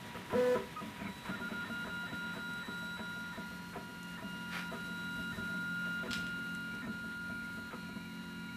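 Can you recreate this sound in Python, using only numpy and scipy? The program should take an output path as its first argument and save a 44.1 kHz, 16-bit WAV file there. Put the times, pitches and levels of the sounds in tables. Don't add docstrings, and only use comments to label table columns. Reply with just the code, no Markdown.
import sys
import numpy as np
from scipy import signal
from scipy.fft import rfft, irfft, next_fast_len
from scipy.io import wavfile

SR = 44100
rng = np.random.default_rng(int(sys.argv[2]) if len(sys.argv) > 2 else 0)


def int16_out(signal):
    q = np.round(np.clip(np.atleast_2d(signal).T, -1, 1) * 32767)
    wavfile.write(sys.argv[1], SR, q.astype(np.int16))


N = 377496
TIME = np.arange(N) / SR

# time_s, level_db
WHINE_LEVELS = [(1.4, -43.5), (3.2, -47.5), (3.5, -51.5), (3.65, -57.5), (4.4, -50.5), (5.85, -41.5),
                (6.9, -48), (7.35, -46), (8.1, -57.5), (8.45, -53.5)]
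PAUSES_S = (.05725, .04617)


def amp(db):
    return np.exp(np.asarray(db) * np.log(10) / 20)


def unit(x):
    return x / np.sqrt(np.mean(x ** 2) + 1e-20)


def curves(rows):
    times, *columns = np.transpose(rows)
    return [np.interp(TIME, times, column) for column in columns]


def value_at(points, hz):
    pitches, values = np.transpose(points)
    return np.interp(np.log(hz + 1), np.log(pitches + 1), values)


def noise(colour):
    size = next_fast_len(N)
    spectrum = rfft(rng.standard_normal(N), size)
    gains = amp(value_at(colour, np.fft.rfftfreq(size, 1 / SR)))
    return unit(irfft(spectrum * gains, size)[:N])


def drift(rate_hz):
    stride = 32
    white = rng.standard_normal(N // stride + 2)
    hz = np.fft.rfftfreq(len(white), stride / SR)
    slow = irfft(rfft(white) / (1 + (hz / rate_hz) ** 2), len(white))
    return unit(np.interp(np.arange(N) / stride, np.arange(len(slow)), slow))


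def angle(hz):
    return 2 * np.pi * np.cumsum(hz * np.ones(N)) / SR


def gate(start, end, ramp_s):
    return np.clip(np.minimum(TIME - start, end - TIME) / ramp_s + .5, 0, 1)


def add(mix, start_s, sound):
    part = mix[round(start_s * SR):][:len(sound)]
    part += sound[:len(part)]


def room(x, echo_db):
    # pitch_hz, fade_s
    fade_times = [(100, 0.5), (500, 0.38), (2000, 0.3), (6000, 0.38), (14000, 0.31)]
    hz, t, spectrum = signal.stft(rng.standard_normal(SR // 2), SR, nperseg=256)
    fade = amp(-60 * t / value_at(fade_times, hz)[:, None])
    tail = signal.istft(spectrum * fade, SR, nperseg=256)[1]
    tail[:SR // 300] = 0
    return x + amp(echo_db) * signal.fftconvolve(x, tail / np.linalg.norm(tail))[:N]


def rumble(steady_db=-64.5, rise_s=.03, fade_s=.9):
    # start_s, level_db
    bumps = [(5.15, -59), (5.3, -53), (6.08, -52), (6.83, -56), (7.28, -53)]
    level = amp(steady_db)
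    for start, db in bumps:
        t = np.maximum(TIME - start, 0)
        level = level + np.minimum(t / rise_s, 1) * amp(db - 60 * t / fade_s)
    return level * noise([(20, -36), (60, 1.5), (120, -3.0), (400, -17.5), (3000, -74)])


def air(swell_db=0.93):
    # time_s, rush_db, hiss_db
    air_levels = [(0, -48.5, -62.5), (3.8, -53.5, -63.5), (5.3, -53, -61.5), (6.25, -52, -64.5),
                  (6.8, -55.5, -65.5), (8.5, -56, -65.5)]
    # pitch_hz, level_db
    rush_colour = [(25, -43), (45, -20), (65, -1.5), (110, 3), (220, 7.5), (330, -2.5), (780, -7),
                   (1000, -5.5), (1900, -4.5), (2800, -8.5), (3700, -10.5), (4400, -20), (15000, -45)]
    # pitch_hz, level_db
    hiss_colour = [(1500, -41), (4000, 3.5), (5500, 0.5), (7000, -1), (10000, -1.5), (13000, -3),
                   (15500, -9)]
    rush_db, hiss_db = curves(air_levels)
    rush = amp(rush_db + swell_db * drift(8.9)) * noise(rush_colour)
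    hiss = amp(hiss_db + drift(16)) * noise(hiss_colour)
    return rush + hiss


def rubs(pitch_hz=2400, sag_hz=219.7, width_hz=100, waver_hz=40):
    # start_s, length_s, level_db
    rub_events = [(0.99, .12, -50), (6.602, 0.32, -61), (7.202, 0.39, -60.5), (7.7, 0.58, -61),
                  (8.279, .5, -60)]
    level, hz = np.zeros(N), pitch_hz + waver_hz * drift(14)
    for start, length, db in rub_events:
        progress = np.clip((TIME - start) / length, 0, 1)
        level += amp(db) * np.sin(np.pi * progress)
        hz -= sag_hz * progress * (progress < 1)
    phase = angle(hz)
    return level * (drift(width_hz) * np.sin(phase) + drift(width_hz) * np.cos(phase))


def electronics(whistle_hz=3919.3):
    # time_s, level_db
    whistle_levels = [(1.04, -77), (1.06, -64), (2.95, -57.5), (3.4, -65), (3.7, -80), (5.0, -59.5),
                      (7.25, -70), (8.45, -67)]
    # pitch_hz, level_db
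    thin_tones = [(6783, -82), (11760, -89), (12021, -88), (14195, -86)]
    phase = angle(whistle_hz)
    whistle = amp(4 + 0.26 * drift(8.7)) * np.sin(phase)
    whistle += amp(-15 + 0.84 * drift(1.5)) * np.sin(2 * phase)
    thin = sum(amp(db + 2.8 * drift(1.5)) * np.sin(angle(hz)) for hz, db in thin_tones)
    return np.sqrt(2) * (amp(curves(whistle_levels)[0]) * whistle + thin)


def fan(blade_hz=969, wander_hz=2.5, harmonics_db=(1, -8, -20)):
    # time_s, level_db
    blade_levels = [(0.05, -58.5), (4.3, -58.5), (4.7, -57.5), (6.35, -66), (8.45, -61.5)]
    hz = blade_hz + wander_hz * drift(0.525) + 1.49 * drift(3.94)
    phase = angle(hz) + 0.076 * drift(40)
    tones = sum(amp(db + 1.8 * drift(11.5)) * np.sin(k * phase) for k, db in enumerate(harmonics_db, 1))
    return np.sqrt(2) * amp(curves(blade_levels)[0]) * tones


def scrape(start_s=4.49, rise_s=0.044, hold_s=0.051, fall_s=0.084, level_db=-42.5, grain_db=2.5):
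    # pitch_hz, level_db
    scrape_colour = [(300, -9), (850, -4), (1230, 3.5), (2300, 3), (3200, -4.5), (5000, -9.5), (7000, -21),
                     (10500, -19), (15000, -26)]
    peak_s = start_s + rise_s
    away_from_peak = np.maximum((peak_s - TIME) / rise_s, (TIME - peak_s - hold_s) / fall_s)
    level = amp(level_db - 22 * np.clip(away_from_peak, 0, 10))
    grains = unit(noise(scrape_colour) * amp(grain_db * drift(300)))
    return room(level * grains, echo_db=-5)


def clatter(fade_s=0.013, boost_db=5):
    # start_s, level_db, tick_share (0 to 1)
    clicks = [(2.5363, -55, 1), (4.031, -51.5, 0.87), (6.109, -39, 0), (6.114, -36, 0), (6.132, -34, 0.083),
              (6.1361, -42, 0.14), (6.1413, -35.5, 0.083), (6.174, -48, 0.49), (6.267, -46, 0),
              (6.55, -48, 0.69), (6.7507, -59, 0.91)]
    # pitch_hz, level_db
    clack_colour = [(300, -20), (1200, -1), (2700, 11), (3500, 5), (4600, 6.5), (6000, -6), (7500, -2),
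                    (9000, -11), (15500, -21)]
    # pitch_hz, level_db
    tick_colour = [(1500, -20), (5000, 8), (12000, 6), (15500, -17)]
    t = np.arange(SR // 20) / SR
    clack, tick = np.zeros((2, N))
    for start, db, tick_share in clicks:
        contact = amp(db + boost_db - 60 * t / fade_s)
        add(clack, start, (1 - tick_share) * contact)
        add(tick, start, tick_share * contact)
    return room(clack * noise(clack_colour), echo_db=-1.5) + room(tick * noise(tick_colour), echo_db=-9)


def strokes(start=1.312, first_s=.04219, growth_s=.03397, wide_growth_s=.08664, widens_at=9.777):
    rows = []
    while start < TIME[-1]:
        k = len(rows)
        end = start + first_s + growth_s * min(k, widens_at) + wide_growth_s * max(k - widens_at, 0)
        corner = k % 2
        rows.append((start, end, corner))
        start = end + PAUSES_S[corner]
    return rows


def struck(tones, scatter_db, rise_s=0.008, detune=0.043):
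    t = np.arange(SR // 4) / SR
    ring = np.zeros(len(t))
    for hz, db, fade_s in tones:
        louder, sharper, shift = rng.uniform(-1, 1, 3)
        phase = 2 * np.pi * hz * (1 + detune * sharper) * t + np.pi * shift
        ring += amp(db + scatter_db * louder - 60 * t / fade_s) * np.sin(phase)
    ring *= 1 - np.exp(-t / rise_s)
    return ring / np.std(ring[:SR // 30])


def jolts(bump_thud_db=-52, bump_rattle_db=-58, bump_after_s=.13, bump_spread_s=.03):
    # pitch_hz, level_db, fade_s
    frame_tones = [(97.4, -6, 0.18), (133, 1, 0.073), (178, 0.5, 0.24), (202.9, 2.5, 0.3),
                   (230.4, 6.5, 0.18), (250, -6.5, 0.14), (288, -3, 0.22)]
    # pitch_hz, level_db, fade_s
    carriage_tones = [(389.3, -3, 0.17), (481, -2, 0.097), (635, 1, 0.079), (677, 3, 0.076),
                      (971, -4, 0.11), (1288, -3.5, 0.11), (1740, -9, 0.053)]
    # start_s, thud_db, rattle_db
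    knocks = [(.15, -53, -51), (.328, -37.5, -38.5), (.551, -45, -37), (.811, -45, -51), (.846, -47, -61),
              (1.006, -45, -51.5), (1.045, -43, -61), (1.084, -52, -54), (1.29, -40, -49.5),
              (3.756, -62, -45), (4.716, -59, -46.5), (4.901, -52, -61), (5.184, -44.5, -55),
              (5.54, -46.5, -58), (5.865, -49, -56.5), (6.028, -54, -49), (6.08, -41, -58),
              (6.735, -50, -57), (6.828, -44.5, -62), (6.876, -47, -72), (7.295, -46.5, -55),
              (7.569, -47.5, -56.5), (7.955, -48, -58)]
    # start_s, length_s, level_db
    shuffles = [(0.144, 0.031, -46.5), (0.3, 0.041, -45), (0.547, 0.044, -44.5), (0.997, .1, -52),
                (1.251, 0.061, -45.5)]
    # delay_s, thud_db, rattle_db, chatter_db
    corners = [(.047, -44.5, -51.5, -52), (.022, -47, -50, -48.5)]
    blows, moves = list(knocks), list(shuffles)
    for start, end, corner in strokes():
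        delay, thud_db, rattle_db, chatter_db = corners[corner]
        blows.append((end + delay, thud_db, rattle_db))
        moves.append((end, PAUSES_S[corner], chatter_db))
        bump_s = start + bump_after_s + bump_spread_s * rng.uniform(-1, 1)
        blows.append((min(bump_s, end), bump_thud_db, bump_rattle_db))
    thuds, rattles = np.zeros((2, N))
    for start, thud_db, rattle_db in blows:
        add(thuds, start, amp(thud_db) * struck(frame_tones, scatter_db=5))
        add(rattles, start, amp(rattle_db) * struck(carriage_tones, scatter_db=5.5))
    chatter = sum(amp(db) * gate(start, start + length, 0.004) for start, length, db in moves)
    chatter *= noise([(400, -7), (560, -6.5), (665, -9), (820, -11.5), (980, 3.0), (1120, -8.5),
                      (1350, 2), (1600, -5.5), (2300, -10.5), (6000, -34.0)])
    return thuds + room(rattles + chatter, echo_db=-6.5)


def fast_move(start_s=.28, speed_up_s=.079, cruise_s=.19, brake_s=.054, slow_hz=130.3, fast_hz=248.9):
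    # pitch_multiple, level_db
    harmonics = [(1, -10.5), (2, -1.5), (3, -27), (4, -20), (5, -30), (6, -23), (7, -26), (8, -28),
                 (9, -43), (10, -35), (11, -43), (12, -35)]
    # pitch_hz, level_db
    bearing_colour = [(60, -21), (150, 3), (600, 5), (3000, -5.5), (15000, -21)]
    times = np.cumsum([start_s, speed_up_s, cruise_s, brake_s])
    hz = np.interp(TIME, times, [slow_hz, fast_hz, fast_hz, slow_hz])
    phase = angle(hz) + 0.017 * drift(60)
    buzz = sum(amp(db + 0.94 * drift(23)) * np.sin(k * phase + rng.uniform(0, 2 * np.pi))
               for k, db in harmonics)
    level = amp(-29 + 0.3 * (hz - fast_hz)) * gate(times[0], times[-1], 0.012)
    bearings = amp(-20) * noise(bearing_colour)
    return room(level * (unit(buzz) + bearings), echo_db=-6.5)


def hops(hop_hz=1833, hop_s=0.037, hop_db=-53, octave_db=-17):
    whine_db = curves(WHINE_LEVELS)[0]
    swell_db = 0.27 * (whine_db - whine_db.mean())
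    moves = [(.763, 0.044, 1247, -42.5)]
    moves += [(end, hop_s, hop_hz, hop_db + np.interp(end, TIME, swell_db))
              for _, end, corner in strokes() if corner == 0]
    chirps, wobble = np.zeros(N), .18 * drift(110)
    for start, length, hz, db in moves:
        phase = 2 * np.pi * hz * TIME + wobble
        tone = np.sin(phase) + amp(octave_db) * np.sin(2 * phase)
        chirps += amp(db) * gate(start, start + length, 0.007) * tone
    return room(np.sqrt(2) * chirps, echo_db=-10)


def motor_whine(step_phase, coil_phase):
    # time_s, level_db
    octave_levels = [(1.4, -66.5), (1.85, -58.5), (2.75, -69.5), (3.8, -69), (4.25, -57.5), (4.95, -64.5),
                     (5.25, -57.5), (5.55, -68.5), (5.85, -59), (6.6, -60.5), (7.35, -70.5), (8.45, -63.5)]
    # time_s, level_db
    third_levels = [(3.1, -75), (3.5, -66), (5.4, -74), (6.8, -65.5), (8.5, -69)]
    # step_rate_multiple, level_db
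    overtones = [(4, -73.5), (5, -81.5), (6, -79.5), (7, -77), (8, -80.5), (9, -81), (10, -80.5)]
    whine_db, octave_db, third_db = curves(WHINE_LEVELS) + curves(octave_levels) + curves(third_levels)
    whine = amp(whine_db + 2.5 + 0.33 * drift(50)) * np.sin(step_phase)
    whine += amp(octave_db + 3 + 1.06 * drift(54)) * np.sin(2 * step_phase)
    whine += amp(third_db + 1.5 * drift(3)) * np.sin(3 * step_phase)
    fade_db = 0.32 * (whine_db - whine_db.max())
    for k, db in overtones:
        throb = 1 + 0.097 * k * np.sin(coil_phase + drift(13))
        whine += amp(db + fade_db + 2 * drift(0.57)) * throb * np.sin(k * step_phase)
    return whine


def motor_hum(coil_phase, trim_db=-0.5, flutter_db=1.44):
    # time_s, lower_db, upper_db
    hum_levels = [(1.45, -51.5, -53.0), (3.4, -53, -58.5), (5.6, -47.5, -51), (5.75, -46, -52.5),
                  (6.95, -53.5, -51.5), (7.85, -53, -52.5), (8.45, -50, -51)]
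    # coil_rate_multiple, level_db
    weak_tones = [(2, -68), (3, -66), (6, -59), (8, -65.5), (36, -100), (38, -72)]
    lower_db, upper_db = curves(hum_levels)
    tones = [(4, lower_db), (5, upper_db)]
    tones += [(k, db + upper_db - upper_db.mean()) for k, db in weak_tones]
    hum = np.zeros(N)
    for k, db in tones:
        level = amp(db + trim_db + flutter_db * drift(11))
        shift = 1.1 * k * k
        hum += level * np.cos(k * coil_phase + shift + 0.29 * drift(13))
    return hum


def zigzag(step_hz=1415.2, steps_per_cycle=32, ring_s=0.024):
    running = sum(gate(start, end, 0.0031) for start, end, _ in strokes())
    decay = np.exp(-1 / (ring_s * SR))
    ringing = signal.lfilter([1 - decay], [1, -decay], running)
    step_phase = angle(step_hz) + 0.067 * drift(70)
    coil_phase = step_phase / steps_per_cycle
    whine = motor_whine(step_phase, coil_phase) * running * (1 + ringing) / 2
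    hum = motor_hum(coil_phase) * ringing
    return np.sqrt(2) * (whine + hum)


def scene():
    printer = zigzag() + hops() + fast_move() + jolts() + fan() + electronics() + air()
    return (printer + rubs() + rumble() + scrape() + clatter())[None]


def record(dry):
    lowpass = signal.firwin(1023, cutoff=15330, window=("kaiser", 9), fs=SR)
    return signal.oaconvolve(dry, lowpass[None], "same")


dry = scene()
out = record(dry)
int16_out(out)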